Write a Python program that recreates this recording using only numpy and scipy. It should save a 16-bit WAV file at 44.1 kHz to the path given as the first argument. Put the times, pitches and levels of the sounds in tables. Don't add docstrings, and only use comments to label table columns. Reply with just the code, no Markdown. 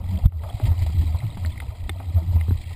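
import sys
import numpy as np
from scipy import signal
from scipy.fft import rfft, irfft
from scipy.io import wavfile
from scipy.ndimage import uniform_filter1d

SR = 44100
rng = np.random.default_rng(int(sys.argv[2]) if len(sys.argv) > 2 else 0)


def unload_audio(sound):
    columns = np.transpose(np.atleast_2d(sound))
    steps = np.round(np.clip(columns, -1, 1) * 32767)
    wavfile.write(sys.argv[1], SR, steps.astype(np.int16))


def boost(x):
    u = np.asarray(x, float) / 20
    return 10 ** u


N = 121275
T = np.arange(N) / SR

# pitch in Hz, width in Hz, level in dB.
LOW_BODY = [(395.8, 31, -11.5), (640, 176, -3.5), (966, 119, -6.5), (1247, 115, -9)]
# pitch in Hz, width in Hz, level in dB.
HIGH_BODY = [(1961, 223, 0.5), (2494, 425, -4), (3260, 193, -0.5), (3916, 358, 0.5), (4273, 110, -3.5),
             (4445, 370, -2), (4733, 740, -3)]
SPREAD_DB = 11.5
SLAM_S = 0.2595


def evened(x):
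    return x / np.sqrt(np.mean(x ** 2) + 1e-20)


def add(mix, s, sound):
    part = mix[round(s * SR):][:len(sound)]
    part += sound[:len(part)]


def resonate(x, hz, width):
    turn = np.exp(2j * np.pi * hz * T[:len(x)])
    r = np.exp(-np.pi * width / SR)
    return 2 * (turn * signal.lfilter([1 - r], [1, -r], x / turn)).real


def ring(x, modes):
    click = np.arange(2048) == 0
    body = np.zeros(2048)
    for k, (hz, width, db) in enumerate(modes):
        once = resonate(click, hz, 2 * width)
        body += (-1) ** k * boost(db) * resonate(once, hz, 2 * width)
    return signal.oaconvolve(x, body / np.linalg.norm(body))[:len(x)]


def patchy(gain, patch_db, flicker_db, size):
    frames, hz = 4 * N // size + 5, np.fft.rfftfreq(size, 1 / SR)
    a, b, patches = rng.standard_normal((frames, len(hz), 3)).T
    patches = uniform_filter1d(patches, size=3, axis=0)
    patches = evened(uniform_filter1d(patches, size=9, axis=1))
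    flicker = evened(uniform_filter1d(rng.standard_normal(frames), size=4))
    z = (a + 1j * b) * gain(hz)[:, None] * boost(patch_db * patches + flicker_db * flicker)
    return evened(signal.istft(z, nperseg=size, noverlap=3 * size // 4)[1][:N])


def wind():
    # centre in seconds, width in seconds, level in dB, pitch in Hz.
    gusts = [(0.076, 0.096, -25.5, 84.6), (0.115, 0.042, -22, 94.5), (0.151, 0.044, -20.5, 84.2),
             (0.222, 0.021, -23.5, 85), (0.284, 0.016, -5.5, 86.7), (0.355, 0.071, -16, 82.6),
             (0.461, 0.062, -26.5, 88.06), (0.549, 0.0093, -16, 78.8), (0.65, 0.035, -20.5, 105),
             (0.676, 0.032, -14.5, 97.7), (0.711, 0.042, -15.5, 87.1), (0.798, 0.049, -24.5, 84),
             (0.827, 0.023, -14, 87.88), (0.891, 0.084, -24, 77.04), (0.993, 0.067, -15, 81.74),
             (1.085, 0.062, -19, 79.36), (1.152, 0.021, -18.5, 84), (1.271, 0.064, -24.5, 104.6),
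             (1.464, 0.071, -20.5, 82.2), (2.223, 0.039, -27.5, 80), (1.695, 0.02, -24.5, 78.8),
             (1.929, 0.05, -33, 80.6), (2.079, 0.063, -25.5, 86.9), (2.169, 0.037, -13.5, 86.62),
             (2.31, 0.075, -21.5, 85.2), (2.362, 0.036, -11.5, 84), (2.422, 0.061, -20.5, 79.74),
             (2.465, 0.034, -26, 79.25), (1.243, 0.022, -24, 122.3), (0.956, 0.016, -20.5, 112),
             (2.495, 0.022, -16.5, 92.4), (2.525, 0.019, -14, 86.67), (2.554, 0.018, -20.5, 86.48)]
    # pitch in Hz, level in dB per Hz.
    spectrum = [(15, 6.5), (30, 5), (42, -0.5), (62, 5.5), (130, -3.5), (190, -17.5), (290, -18),
                (370, -26.5)]
    boom_hz, boom_width_hz, bed_db, overtone_db = 84, 13.5, -34.5, -28.5
    sag = 0.15
    split_hz, deep_follows, upper_follows = 170, 0.45, 0.17

    s, width, db, hz = np.transpose(gusts)[:, :, None]
    power = boost(2 * db) * np.exp(-8 * np.log(2) * ((T - s) / width) ** 2)
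    hz = hz * (1 - sag * np.clip((T - s) / width, -1, 1))
    total = power.sum(0)
    pitch = ((power * hz).sum(0) + 1e-7 * boom_hz) / (total + 1e-7)
    turns = 2 * np.pi * np.cumsum(pitch) / SR
    boom = np.sqrt(2 * total) * (np.sin(turns) + boost(overtone_db) * np.sin(2 * turns))

    bed = resonate(rng.standard_normal(N), boom_hz, 2 * boom_width_hz)
    bed = evened(resonate(bed, boom_hz, 2 * boom_width_hz))

    f, level = np.transpose(spectrum)

    def gain(hz):
        return boost(np.interp(np.log(hz + 1), np.log(f), level, left=-30, right=-90))

    rumble = patchy(gain, 3.85, 4.2, size=4096)
    below_split = np.arange(N // 2 + 1) * SR / N < split_hz
    deep = irfft(rfft(rumble) * below_split, N)
    upper = rumble - deep
    swell = 1 + total / boost(2 * bed_db)
    rumble = deep * evened(swell ** (deep_follows / 2)) + upper * evened(swell ** (upper_follows / 2))
    return boom + boost(bed_db) * bed + boost(-31) * rumble


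def bubbles(modes):
    per_s, cycles = 45, 8
    out = np.zeros(N)
    for hz in np.geomspace(modes[0][0], modes[-1][0], num=20):
        u = np.arange(0, 3 * cycles, hz / SR) / cycles
        tone = u * np.exp(-3 * u) * np.sin(2 * np.pi * cycles * u)
        size = boost(SPREAD_DB * np.minimum(rng.exponential(1, N), 3)) * (rng.random(N) < per_s / SR)
        out += signal.oaconvolve(size, tone * np.sqrt(hz))[:N]
    return evened(out)


def fizz():
    drops_per_s = 2000
    drops = boost(SPREAD_DB * np.minimum(rng.exponential(1, N), 4)) * (rng.random(N) < drops_per_s / SR)
    return evened(signal.lfilter([1], [1, -.98], drops) * rng.standard_normal(N))


def rush():
    # time in seconds, flow in dB, slosh in dB against the flow.
    flow = [(0.0, -60.5, 11), (0.09, -51.5, 0.5), (0.23, -55, 2.5), (0.46, -52, 5.5), (0.599, -50, 0),
            (0.67, -50, 5), (0.84, -50, -1), (1.48, -51.5, -0.5), (1.67, -54.5, 3), (1.85, -55, 3),
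            (2.53, -53, 0), (2.75, -49, -8)]
    fizz_db, bubble_db = -18.5, -13
    s, flow_db, slosh_db = np.transpose(flow)
    out = np.zeros(N)
    for modes, db in ((LOW_BODY, flow_db + slosh_db), (HIGH_BODY, flow_db)):
        wash = patchy(np.ones_like, patch_db=2, flicker_db=2.5, size=256)
        drive = wash + boost(fizz_db) * fizz() + boost(bubble_db) * bubbles(modes)
        out += boost(np.interp(T, s, db)) * evened(ring(drive, modes))
    return out


def plinks():
    # start in seconds, level in dB, pitch in Hz,
    # length in seconds.
    bursts = [(0.116, -28, 184.5, 0.074), (.152, -49, 2080, .008), (0.173, -38.5, 3160, 0.0046),
              (0.498, -40, 3260, 0.0064), (0.613, -34, 616, 0.014), (0.79, -37, 4620, 0.0064),
              (0.812, -39.5, 2000, 0.011), (1.066, -39.5, 3850, .012), (1.188, -39, 3970, 0.0055),
              (1.203, -43.5, 2030, 0.0069), (1.301, -41, 3696, .008), (1.46, -35.5, 4280, 0.004),
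              (1.505, -46.5, 3120, 0.0073), (1.518, -42, 3420, 0.0086), (1.573, -39.5, 2077, .01),
              (1.703, -44, 1207, 0.0084), (1.857, -45, 729, 0.014), (2.176, -41, 637, 0.028),
              (2.322, -38.5, 602, 0.0098), (2.494, -42, 3960, 0.01), (2.637, -45, 2170, .012),
              (2.686, -49, 1975, 0.013)]
    rough, rise = 0.6, 0.023
    out = np.zeros(N)
    for s, db, hz, length in bursts:
        u = T[:round(3 * length * SR)] / length
        noise = rng.standard_normal(len(u))
        wobble = 1 + rough * evened(uniform_filter1d(noise, size=len(u) // 12))
        swell = 3 * np.e * u * np.exp(-3 * u)
        tone = np.sin(2 * np.pi * hz * length * (u + rise * u ** 2 / 2))
        add(out, s, boost(db) * wobble * swell * tone)
    return out


def slaps():
    # start in seconds, low part in dB, high part in dB, t60 in seconds.
    hits = [(0.107, -41, -71, 0.17), (0.187, -29, -40, 0.028), (0.232, -33, -62, 0.074),
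            (0.261, -45, -54.5, 0.019), (0.322, -37.5, -56, 0.18), (0.436, -28.5, -59, 0.064),
            (0.488, -27.5, -41, 0.028), (0.6, -33, -75, 0.054), (.637, -55, -35, 0.023),
            (0.652, -44, -35, 0.09), (0.665, -42, -38, .06), (0.679, -47, -52, 0.071),
            (0.718, -35.5, -67, 0.1), (0.797, -40, -37.5, 0.042), (.832, -55, -44.5, 0.021),
            (0.819, -38, -36.5, 0.072), (0.861, -30, -37, 0.047), (0.893, -34.5, -66, 0.054),
            (.551, -46, -42.5, 0.043), (.985, -61, -41.5, 0.079), (1.102, -51, -45.5, 0.04),
            (1.278, -55, -48, 0.024), (1.433, -35, -61, 0.042), (1.752, -41.5, -55, 0.06),
            (2.473, -61, -48.5, 0.047), (2.611, -62, -40, 0.054), (1.01, -37, -41.5, 0.11),
            (1.063, -38, -51, 0.12), (1.143, -31.5, -62, 0.094), (1.188, -47, -66.5, 0.029),
            (1.219, -36, -61, 0.11), (1.371, -33.5, -42.5, 0.049), (1.457, -34, -44, 0.04),
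            (1.617, -29.5, -45.5, 0.051), (1.702, -57, -50, 0.044), (2.001, -32, -53, 0.066),
            (2.158, -36, -51, 0.23), (2.329, -37.5, -45.5, 0.1), (2.356, -32, -58, 0.091),
            (2.57, -69, -39.5, 0.025), (2.705, -33.5, -50, 0.065)]
    rise_s, bend = 0.0024, 1.4
    low_trim_db, high_trim_db = -8.5, -3.5
    low, high, t = np.zeros(N), np.zeros(N), T[:8000]
    noise = rng.standard_normal((len(hits), 2, 8000))
    for (s, low_db, high_db, t60), (a, b) in zip(hits, noise):
        shape = np.minimum(t / rise_s, 1) * boost(-60 * (t / t60) ** bend)
        add(low, s, boost(low_db + low_trim_db) * shape * a)
        add(high, s, boost(high_db + high_trim_db) * shape * b)
    return ring(low, LOW_BODY) + ring(high, HIGH_BODY)


def knocks():
    # start in seconds, level in dB, pitch in Hz, t60 in seconds.
    blows = [(0.2564, -26, 192, 0.017), (0.601, -27.5, 265, 0.036), (0.897, -28.5, 166, 0.14),
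             (0.944, -35, 168, 0.084), (1.242, -31, 166, 0.39), (1.37, -25.5, 191.4, 0.068),
             (1.446, -27.5, 217.5, 0.059), (1.895, -29, 325.2, 0.06), (2.1, -34, 144.5, 0.22),
             (2.16, -32, 215.4, 0.15), (2.22, -33.5, 173, 0.64), (2.356, -27.5, 211.8, .1),
             (2.483, -24.5, 220, 0.053), (2.508, -17.5, 233.7, 0.036)]
    sag = 0.64
    out, t = np.zeros(N), T[:12000]
    for s, db, hz, t60 in blows:
        modes = np.zeros(len(t))
        for ratio, mode_db in ((1, 0), (1.85, -7), (3.4, -15)):
            fall = boost(mode_db - 60 * t * ratio ** 2.3 / t60)
            modes += fall * np.sin(2 * np.pi * hz * ratio * (t - sag * t ** 2))
        add(out, s, boost(db) * np.minimum(t / .0015, 1) * modes)
    return out


def ticks():
    # start in seconds, level in dB, centre in Hz, fall in dB per octave away, rattle in seconds.
    taps = [(.1745, -40, 3200, 8, .0005), (.2590, -26, 1300, 8, .0008), (.2588, -29, 4200, 5, .0025),
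            (.323, -22, 700, 12, .0015), (.4365, -28, 750, 12, .003), (.5995, -24, 750, 14, .003),
            (.7185, -29, 800, 14, .003), (1.372, -29, 750, 10, .002), (1.4478, -27, 1000, 12, .002),
            (1.4495, -25, 1950, 45, .0015), (1.6015, -27, 2700, 14, .0006), (1.6030, -23, 2020, 40, .0015),
            (1.8942, -15, 2000, 2, .003), (2.0015, -27, 900, 12, .002), (2.4115, -25, 2150, 16, .002),
            (2.4115, -33, 820, 14, .002), (2.483, -28, 430, 14, .002), (2.509, -23, 500, 14, .002)]
    # pitch in Hz, level in dB, t60 in seconds.
    fitting = [(420, -2, .03), (820, -2, .018), (1050, -3, .008), (1290, 0, .009), (1550, -1, .007),
               (1870, -1, .012), (2070, 0, .018), (2400, -1, .012), (2730, -4, .01), (3200, -4, .012),
               (3520, -1, .016), (4300, -7, .008), (5300, -6, .006)]
    out, t = np.zeros(N), T[:3000]
    noise = rng.standard_normal((len(taps), 3000))
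    for (s, db, centre_hz, fall_db, rattle_s), n in zip(taps, noise):
        body = np.zeros(len(t))
        for hz, mode_db, t60 in fitting:
            octaves = abs(np.log2(hz / centre_hz))
            body += boost(mode_db - fall_db * octaves - 60 * t / t60) * np.sin(2 * np.pi * hz * t)
        drive = (t == 0) + .075 * n * np.exp(-t / rattle_s)
        tick = signal.fftconvolve(drive, body * np.minimum(t / .0003, 1))[:3000]
        add(out, s, boost(db) * tick / abs(tick).max())
    return out


def slam():
    width_s, lead_s = 0.0017, 0.0185
    u = (T - SLAM_S) / width_s
    lead = .33 * np.exp(-.25 * (u + lead_s / width_s) ** 2)
    rebounds = np.exp(-.12 * (u - 4) ** 2)
    rebounds += .75 * np.exp(-.3 * (u + 2.8) ** 2)
    rebounds += .6 * np.exp(-.3 * (u + 7.3) ** 2)
    push = np.exp(-u ** 2 / 2)
    return boost(-1) * (.42 * rebounds - lead - push)


def scene():
    return (wind() + rush() + plinks() + slaps() + knocks() + ticks() + slam())[None]


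def limiter(x):
    duck_db, attack_s, hold_s, back_s = -17, 0.0078, 0.04, 0.13
    since = T - SLAM_S - .008
    duck = np.clip(since / attack_s, 0, 1) * np.clip(1 - (since - hold_s) / back_s, 0, 1)
    return x * boost(duck_db * duck)


def coarse_sampling(x):
    guard_hz, guard_width_hz, edge_hz = 4520, 1470, 15330
    hz = np.fft.rfftfreq(N, 1 / SR)
    guard = boost(-6 * np.logaddexp(0, (hz - guard_hz) / guard_width_hz) ** 2) * (hz < 6000)
    coarse = irfft((rfft(x) * guard)[:16501], 33000) * 33000 / N
    steps = rfft(np.repeat(coarse, 4))[:N // 2 + 1]
    return irfft(steps * (hz < edge_hz), N) * N / 132000


def low_pass(x):
    return signal.sosfilt(signal.butter(12, 15800, fs=SR, output="sos"), x)


def record(dry):
    held = coarse_sampling(limiter(dry[0]))
    return low_pass(held[None])


dry = scene()
out = record(dry)
unload_audio(out)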